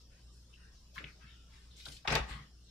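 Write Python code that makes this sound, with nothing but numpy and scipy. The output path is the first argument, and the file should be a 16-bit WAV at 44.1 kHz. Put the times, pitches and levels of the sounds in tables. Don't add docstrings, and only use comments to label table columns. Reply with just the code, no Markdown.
import sys
import numpy as np
from scipy import signal
from scipy.fft import rfft, irfft, next_fast_len
from scipy.io import wavfile
from scipy.ndimage import uniform_filter1d

SR = 44100
rng = np.random.default_rng(int(sys.argv[2]) if len(sys.argv) > 2 else 0)


def dump(signal):
    limited = np.clip(np.atleast_2d(signal).T, -1, 1)
    pcm = np.round(limited * 32767).astype(np.int16)
    wavfile.write(sys.argv[1], SR, pcm)


def ratio_of_db(decibels):
    return 10 ** (np.asarray(decibels, float) / 20)


N = 119070


def rms_one(x):
    return x / np.sqrt(np.mean(x ** 2) + 1e-20)


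def at_hz(points, hz):
    table_hz, value = np.transpose(points)
    return np.interp(np.log(hz), np.log(table_hz), value)


def drift(rate_hz):
    pole = np.exp(-80 * np.pi * rate_hz / SR)
    noise = rng.standard_normal(N // 40 + 2002)
    slow = signal.lfilter([1], [1, -2 * pole, pole * pole], noise)[2000:]
    return np.interp(np.arange(N) / 40, np.arange(len(slow)), rms_one(slow))


def ring(clicks, hz, t60_s):
    decay, turn = ratio_of_db(-60 / (t60_s * SR)), 2 * np.pi * hz / SR
    return signal.lfilter([0, np.sin(turn)], [1, -2 * decay * np.cos(turn), decay * decay], clicks + 1e-18)


def sos(x, order, hz, kind):
    return signal.sosfilt(signal.butter(order, hz, kind, fs=SR, output="sos"), x)


def band(x, hz, octaves):
    edges = hz * 2 ** (np.array([-.5, .5]) * max(octaves, .1))
    return sos(x, 2, np.clip(edges, 10, .45 * SR), "band")


def stereo(pair, alike):
    alike = np.clip(alike, -1, 1)
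    middle = np.sqrt(1 + alike) * pair[0]
    side = np.sqrt(1 - alike) * pair[1]
    return middle + side * [[1], [-1]]


def coloured(pairs, spectrum, patchy_db, flicker_hz):
    # hz, likeness
    likeness = [(60, 1), (150, 1), (300, 0.73), (700, 0.69), (2000, 0.14), (8000, -0.22)]
    low_hz, top_hz = spectrum[0][0], spectrum[-1][0]
    out = 0
    for k, hz in enumerate(low_hz * 2 ** np.arange(1 / 6, np.log2(top_hz / low_hz), 1 / 3)):
        flicker_db = patchy_db * drift(flicker_hz)[:pairs[0].shape[1]]
        noise = stereo(band(pairs[k % 2], hz, 1 / 3), at_hz(likeness, hz))
        out = out + ratio_of_db(at_hz(spectrum, hz) + flicker_db) * noise
    return rms_one(out)


def watery(x, patch_db):
    hz, _, spec = signal.stft(x, SR, nperseg=1024, noverlap=768)
    field = uniform_filter1d(rng.standard_normal(spec.shape[1:]), size=3, axis=0)
    field = rms_one(uniform_filter1d(field, size=10, axis=1))
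    depth = np.minimum(hz / 1200, 1)[:, None]
    gain = ratio_of_db(patch_db * depth * field)
    return signal.istft(spec * gain, SR, nperseg=1024, noverlap=768)[1][:, :N]


def room_floor():
    # hz, level_db (per Hz)
    rumble_colour = [(20, 7.5), (100, -1), (200, -7.5), (400, -15.5), (800, -26), (1350, -26), (1900, -27),
                     (2400, -43.5)]
    # hz, level_db (per Hz)
    hiss_colour = [(2200, -24.5), (2600, -9.5), (3200, -9), (4500, -7.5), (5400, -5), (6500, -10.5),
                   (14000, -25), (16000, -31)]
    white = rng.standard_normal((2, 2, N))
    rumble = ratio_of_db(-64.5) * coloured(white, rumble_colour, patchy_db=0.5, flicker_hz=4)
    hiss = ratio_of_db(-72) * coloured(white[::-1], hiss_colour, patchy_db=0.61, flicker_hz=12)
    whine = ratio_of_db(-75) * rms_one(band(white[0], hz=5250, octaves=0.12))
    return watery(rumble + hiss, patch_db=4.8) + watery(whine, patch_db=2)


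def hum():
    # pitch_hz, level_db, skirt_width_hz
    tones = [(58.9, -60, 9), (119.2, -74.5, 15), (176.3, -78.5, 8)]
    t = np.arange(N) / SR
    out = np.zeros(N)
    for hz, db, width_hz in tones:
        steady = np.sqrt(2) * np.sin(2 * np.pi * hz * t)
        skirt = rms_one(ring(rng.standard_normal(N + SR), hz, 3.3 / width_hz)[SR:])
        out += ratio_of_db(db) * (steady + ratio_of_db(-8) * skirt)
    return out


def room(x):
    t60_s, wall_cut_hz = 0.3, 5600
    size = next_fast_len(N + SR)
    w = 2 * np.pi * np.arange(size // 2 + 1) / size
    dull = np.exp(-2 * np.pi * wall_cut_hz / SR)
    wall = (1 - dull) / (1 - dull * np.exp(-1j * w))
    response = np.zeros((2, len(w)), complex)
    for k, lag in enumerate((rng.uniform(.006, .03, 16) * SR).astype(int)):
        loop = ratio_of_db(-60 * lag / SR / t60_s) * wall * np.exp(-1j * w * lag)
        response[k % 2] += loop / (1 - loop) * (-1) ** (k // 2)
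    return irfft(rfft(x, size) * response, size)[:, :N]


def desk():
    # start_s, deep_mode_db, upper_modes_db
    pushes = [(0.971, -80, -51.5), (1.04, -77, -48.5), (1.24, -63, -53.5), (1.878, -57, -47.5),
              (2.077, -38, -43), (2.112, -40.5, -32.5), (2.147, -41.5, -32.5), (2.193, -32.5, -36),
              (2.301, -40.5, -50), (2.346, -73, -42), (2.40, -59, -46)]
    # pitch_hz, level_db, t60_s
    modes = [(57.6, 7.5, 0.3), (143.6, 1, 0.18), (119, -25, 0.3), (207.8, -8, 0.3)]
    # deep_mode_s, upper_modes_s
    contact_s = (.012, 0.0046)
    s, deep_db, upper_db = np.transpose(pushes)
    out = np.zeros(N)
    for k, (hz, level_db, t60_s) in enumerate(modes):
        force = np.zeros(N)
        force[(s * SR).astype(int)] = ratio_of_db(level_db + (upper_db if k else deep_db))
        bump = np.hanning(int(contact_s[min(k, 1)] * SR))
        out += ring(np.convolve(force, bump / bump.sum())[:N], hz, t60_s)
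    return sos(out, 2, 49, "high")


def grains(count, per_s, spread_db):
    sizes = ratio_of_db(spread_db * np.minimum(rng.exponential(1, (2, count)), 5))
    sizes = sizes * rng.choice([-1, 1], (2, count))
    clicks = sizes * (rng.random((2, count)) < per_s / SR)
    return clicks + 0.27 * rng.standard_normal((2, count))


def rubs(table):
    out = np.zeros((2, N))
    for s, length_s, db, hz, octaves in table:
        i = int(s * SR)
        source = grains(count=SR // 3, per_s=2800, spread_db=1)[:, :int(length_s * SR) + 400]
        progress = np.arange(source.shape[1]) / SR / length_s
        swell = np.interp(progress, [0, 0.21, 1], [0, 1, 0])
        patch = ratio_of_db(db) * swell * rms_one(stereo(band(source, hz, octaves), alike=0.26))
        out[:, i:i + len(swell)] += patch[:, :N - i]
    return out


def cracks():
    # start_s, peak_db, top_hz, t60_s
    folds = [(1.8548, -49, 12000, 0.028), (1.8848, -52, 9000, .025), (1.9202, -49, 10000, .04),
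             (1.968, -55, 12000, .04), (2.0757, -27.5, 4600, 0.025), (2.104, -37, 6000, .03),
             (2.1193, -50, 14000, 0.045), (2.1237, -37.5, 8900, 0.028), (2.1528, -22.5, 5500, 0.028),
             (2.1537, -31.5, 15000, 0.012), (2.29, -52, 9000, 0.067)]
    out, t = np.zeros((2, N)), np.arange(SR // 8) / SR
    for s, db, top_hz, t60_s in folds:
        noise = rng.standard_normal((2, len(t))) * ratio_of_db(-60 * t / t60_s)
        burst = sos(noise, 4, [1510, top_hz], "band")
        i = int(s * SR)
        out[:, i:i + len(t)] += ratio_of_db(db) * stereo(burst / np.abs(burst).max(), alike=0.33)
    return out


def snaps():
    # start_s, peak_db, ring_hz, width_octaves, t60_s
    creases = [(0.9798, -24, 1710, 1.1, 0.022), (.984, -31, 1820, 1.3, .06), (1.0414, -31, 2200, 0.8, .025),
               (1.0428, -33, 2150, .8, .025), (1.8551, -40, 3300, 1.2, .03), (1.8846, -48, 3400, 1.1, .02),
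               (2.0758, -18, 2116, 1.34, .02), (2.0805, -24, 1910, 1.2, .025),
               (2.1044, -23, 1960, 1.1, 0.027), (2.123, -27, 5560, 0.63, .03),
               (2.1532, -10, 2320, 1.8, .014), (2.157, -23, 2380, 1.3, 0.028)]
    out, t = np.zeros((2, N)), np.arange(SR // 10) / SR
    click = 1. * (t == 0)
    for s, db, hz, octaves, t60_s in creases:
        noise = rng.standard_normal((2, len(t))) * ratio_of_db(-60 * t / t60_s)
        burst = band(band(noise, hz * 1.177, octaves), hz * 1.25, octaves + 1)
        detune, ring_s = rng.uniform(0.97, 1.61), 20 / hz
        rings = ring(click, hz, ring_s) - 0.74 * ring(click, hz * detune, ring_s)
        rings = band(ratio_of_db(-4) * rings, hz * 1.2, 1.46)
        one = stereo(burst / np.abs(burst).max(), alike=0.3) / 2 + rings
        i = int(s * SR)
        out[:, i:i + len(t)] += ratio_of_db(db - 3.5) * one
    return out


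def crush():
    # time_s, level_db
    pressure = [
        [(2.072, -52), (2.079, -31.5), (2.098, -38.5), (2.128, -31.5), (2.148, -34.5), (2.16, -30.5),
         (2.2, -41.5), (2.275, -60)],
        [(2.262, -59), (2.28, -54), (2.30, -48), (2.36, -56.5), (2.45, -67), (2.51, -80)],
    ]
    # hz, level_db (per Hz)
    slap_colour = [(120, -5.5), (200, -4), (357, -11.5), (405, -5), (659, -4), (864, -3), (1950, -3.5),
                   (4980, -13), (15000, -48)]
    # hz, level_db (per Hz)
    smooth_colour = [(120, -9), (200, -2), (400, -11), (1200, -6.5), (1410, -4.5), (2090, -3), (4160, -7.5),
                     (5970, -23), (15000, -33.5)]
    out, t = np.zeros((2, N)), np.arange(SR // 3) / SR
    for rows, colour in zip(pressure, (slap_colour, smooth_colour)):
        s, db = np.transpose(rows)
        pairs = [grains(count=len(t), per_s=4000, spread_db=2.5) for _ in range(2)]
        press = ratio_of_db(np.interp(t + s[0], s, db, -140, -140))
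        rustle = coloured(pairs, colour, patchy_db=2.04, flicker_hz=30)
        out[:, int(s[0] * SR):][:, :len(t)] += press * rustle
    return out


def slap():
    # pitch_hz, level_db
    sheet_modes = [(410, -11.5), (568, -3), (884, -2), (1146, -8.5), (1292, -11), (1944, 1)]
    crushed = crush()
    ringing = [sum(ratio_of_db(db) * ring(side, hz, t60_s=.07) for hz, db in sheet_modes) for side in crushed]
    return crushed + ratio_of_db(-42) * np.array(ringing)


def scene():
    # start_s, length_s, level_db, centre_hz, width_octaves
    rub_rows = [(0.0, 0.077, -71, 4600, 0.94), (0.092, .16, -71, 2000, 1.15),
                (0.299, 0.2, -74.5, 6870, 0.92), (0.527, 0.048, -63, 2800, 0.24),
                (0.559, 0.22, -69, 1656, 0.33), (0.562, 0.18, -74.5, 2650, 0.2),
                (0.716, 0.16, -70, 4700, 0.7), (0.936, 0.095, -59.5, 4170, 0.78),
                (0.945, 0.2, -57, 1720, 1.3), (.94, 0.064, -69.5, 8950, 1.2), (1.05, .2, -68, 4470, 0.58),
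                (0.975, .07, -56, 1760, .9), (1.045, 0.084, -62, 2200, 1.1),
                (1.188, 0.19, -63.5, 2000, 1.36), (1.242, 0.29, -65.5, 3150, 0.4),
                (1.466, 0.36, -67.5, 2100, 2.6), (1.74, 0.33, -59, 3620, 1.14),
                (1.69, 0.14, -68, 3650, 0.33), (1.756, 0.16, -69, 4960, 2.4), (1.841, 0.14, -59, 4130, 2.4),
                (1.902, 0.12, -59, 4440, 1.7), (2.045, 0.036, -51, 1440, 1.4),
                (2.607, 0.32, -72, 3900, 0.36)]
    # start_s, length_s, level_db, centre_hz, width_octaves
    crinkle_rows = [(.955, 0.062, -53.5, 1067, 0.085), (.956, 0.028, -52, 1500, 0.34),
                    (0.979, 0.15, -57.5, 305, 1.3), (1.14, 0.12, -70, 460, 1.6),
                    (1.062, 0.024, -54.5, 2480, 0.21), (1.1, 0.018, -63, 1630, 0.38),
                    (1.279, 0.34, -75, 1360, 0.12), (1.709, 0.015, -61, 3600, 0.26),
                    (1.76, 0.048, -61.5, 6800, 0.49), (1.803, .02, -63, 3400, 1.7),
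                    (1.853, 0.021, -43.5, 3770, 0.53), (1.853, 0.06, -58, 720, 1.5),
                    (1.86, .13, -60, 282, 1.2), (1.861, 0.023, -50.5, 1480, 0.18),
                    (1.883, .012, -45, 3700, 1), (1.917, .024, -52.5, 4400, 1.1),
                    (1.965, 0.02, -52.5, 3660, 0.84), (1.8, 0.013, -53.5, 3200, 1.36),
                    (2.05, 0.023, -43.5, 830, 1.04), (2.278, 0.12, -63.5, 8000, 0.38),
                    (2.268, 0.2, -54.5, 2030, 0.21), (2.275, 0.18, -54.5, 1140, 0.29),
                    (2.28, 0.19, -61, 3200, 0.13), (2.27, 0.14, -60.5, 4200, 0.12),
                    (2.27, 0.08, -68, 7300, .1), (.997, 0.038, -55, 1580, 0.45),
                    (1.078, .025, -58, 2400, .25), (.11, 0.073, -72, 523, 0.29),
                    (.925, 0.055, -70, 600, .4), (.49, 0.066, -75.5, 1250, 0.26)]
    low = desk() + hum()
    low = low * ratio_of_db([[.4], [-.4]]) + ratio_of_db(-26) * np.roll(low, 150) * [[1], [-1]]
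    paper = watery(rubs(rub_rows), patch_db=4.5) + rubs(crinkle_rows)
    paper = paper + cracks() + snaps() + watery(slap(), patch_db=2)
    bass = sos(paper, 1, 330, "low")
    paper = (paper - bass) * ratio_of_db([[1.75], [-1.75]]) + bass.mean(axis=0)
    return room_floor() + low + paper + ratio_of_db(-16) * room(paper.mean(axis=0))


def low_pass(x):
    return signal.sosfilt(signal.butter(12, 16450, fs=SR, output="sos"), x)


def record(dry):
    mix = signal.sosfilt(signal.cheby2(10, 45, 16350, fs=SR, output="sos"), dry)
    return low_pass(mix)


dry = scene()
out = record(dry)
dump(out)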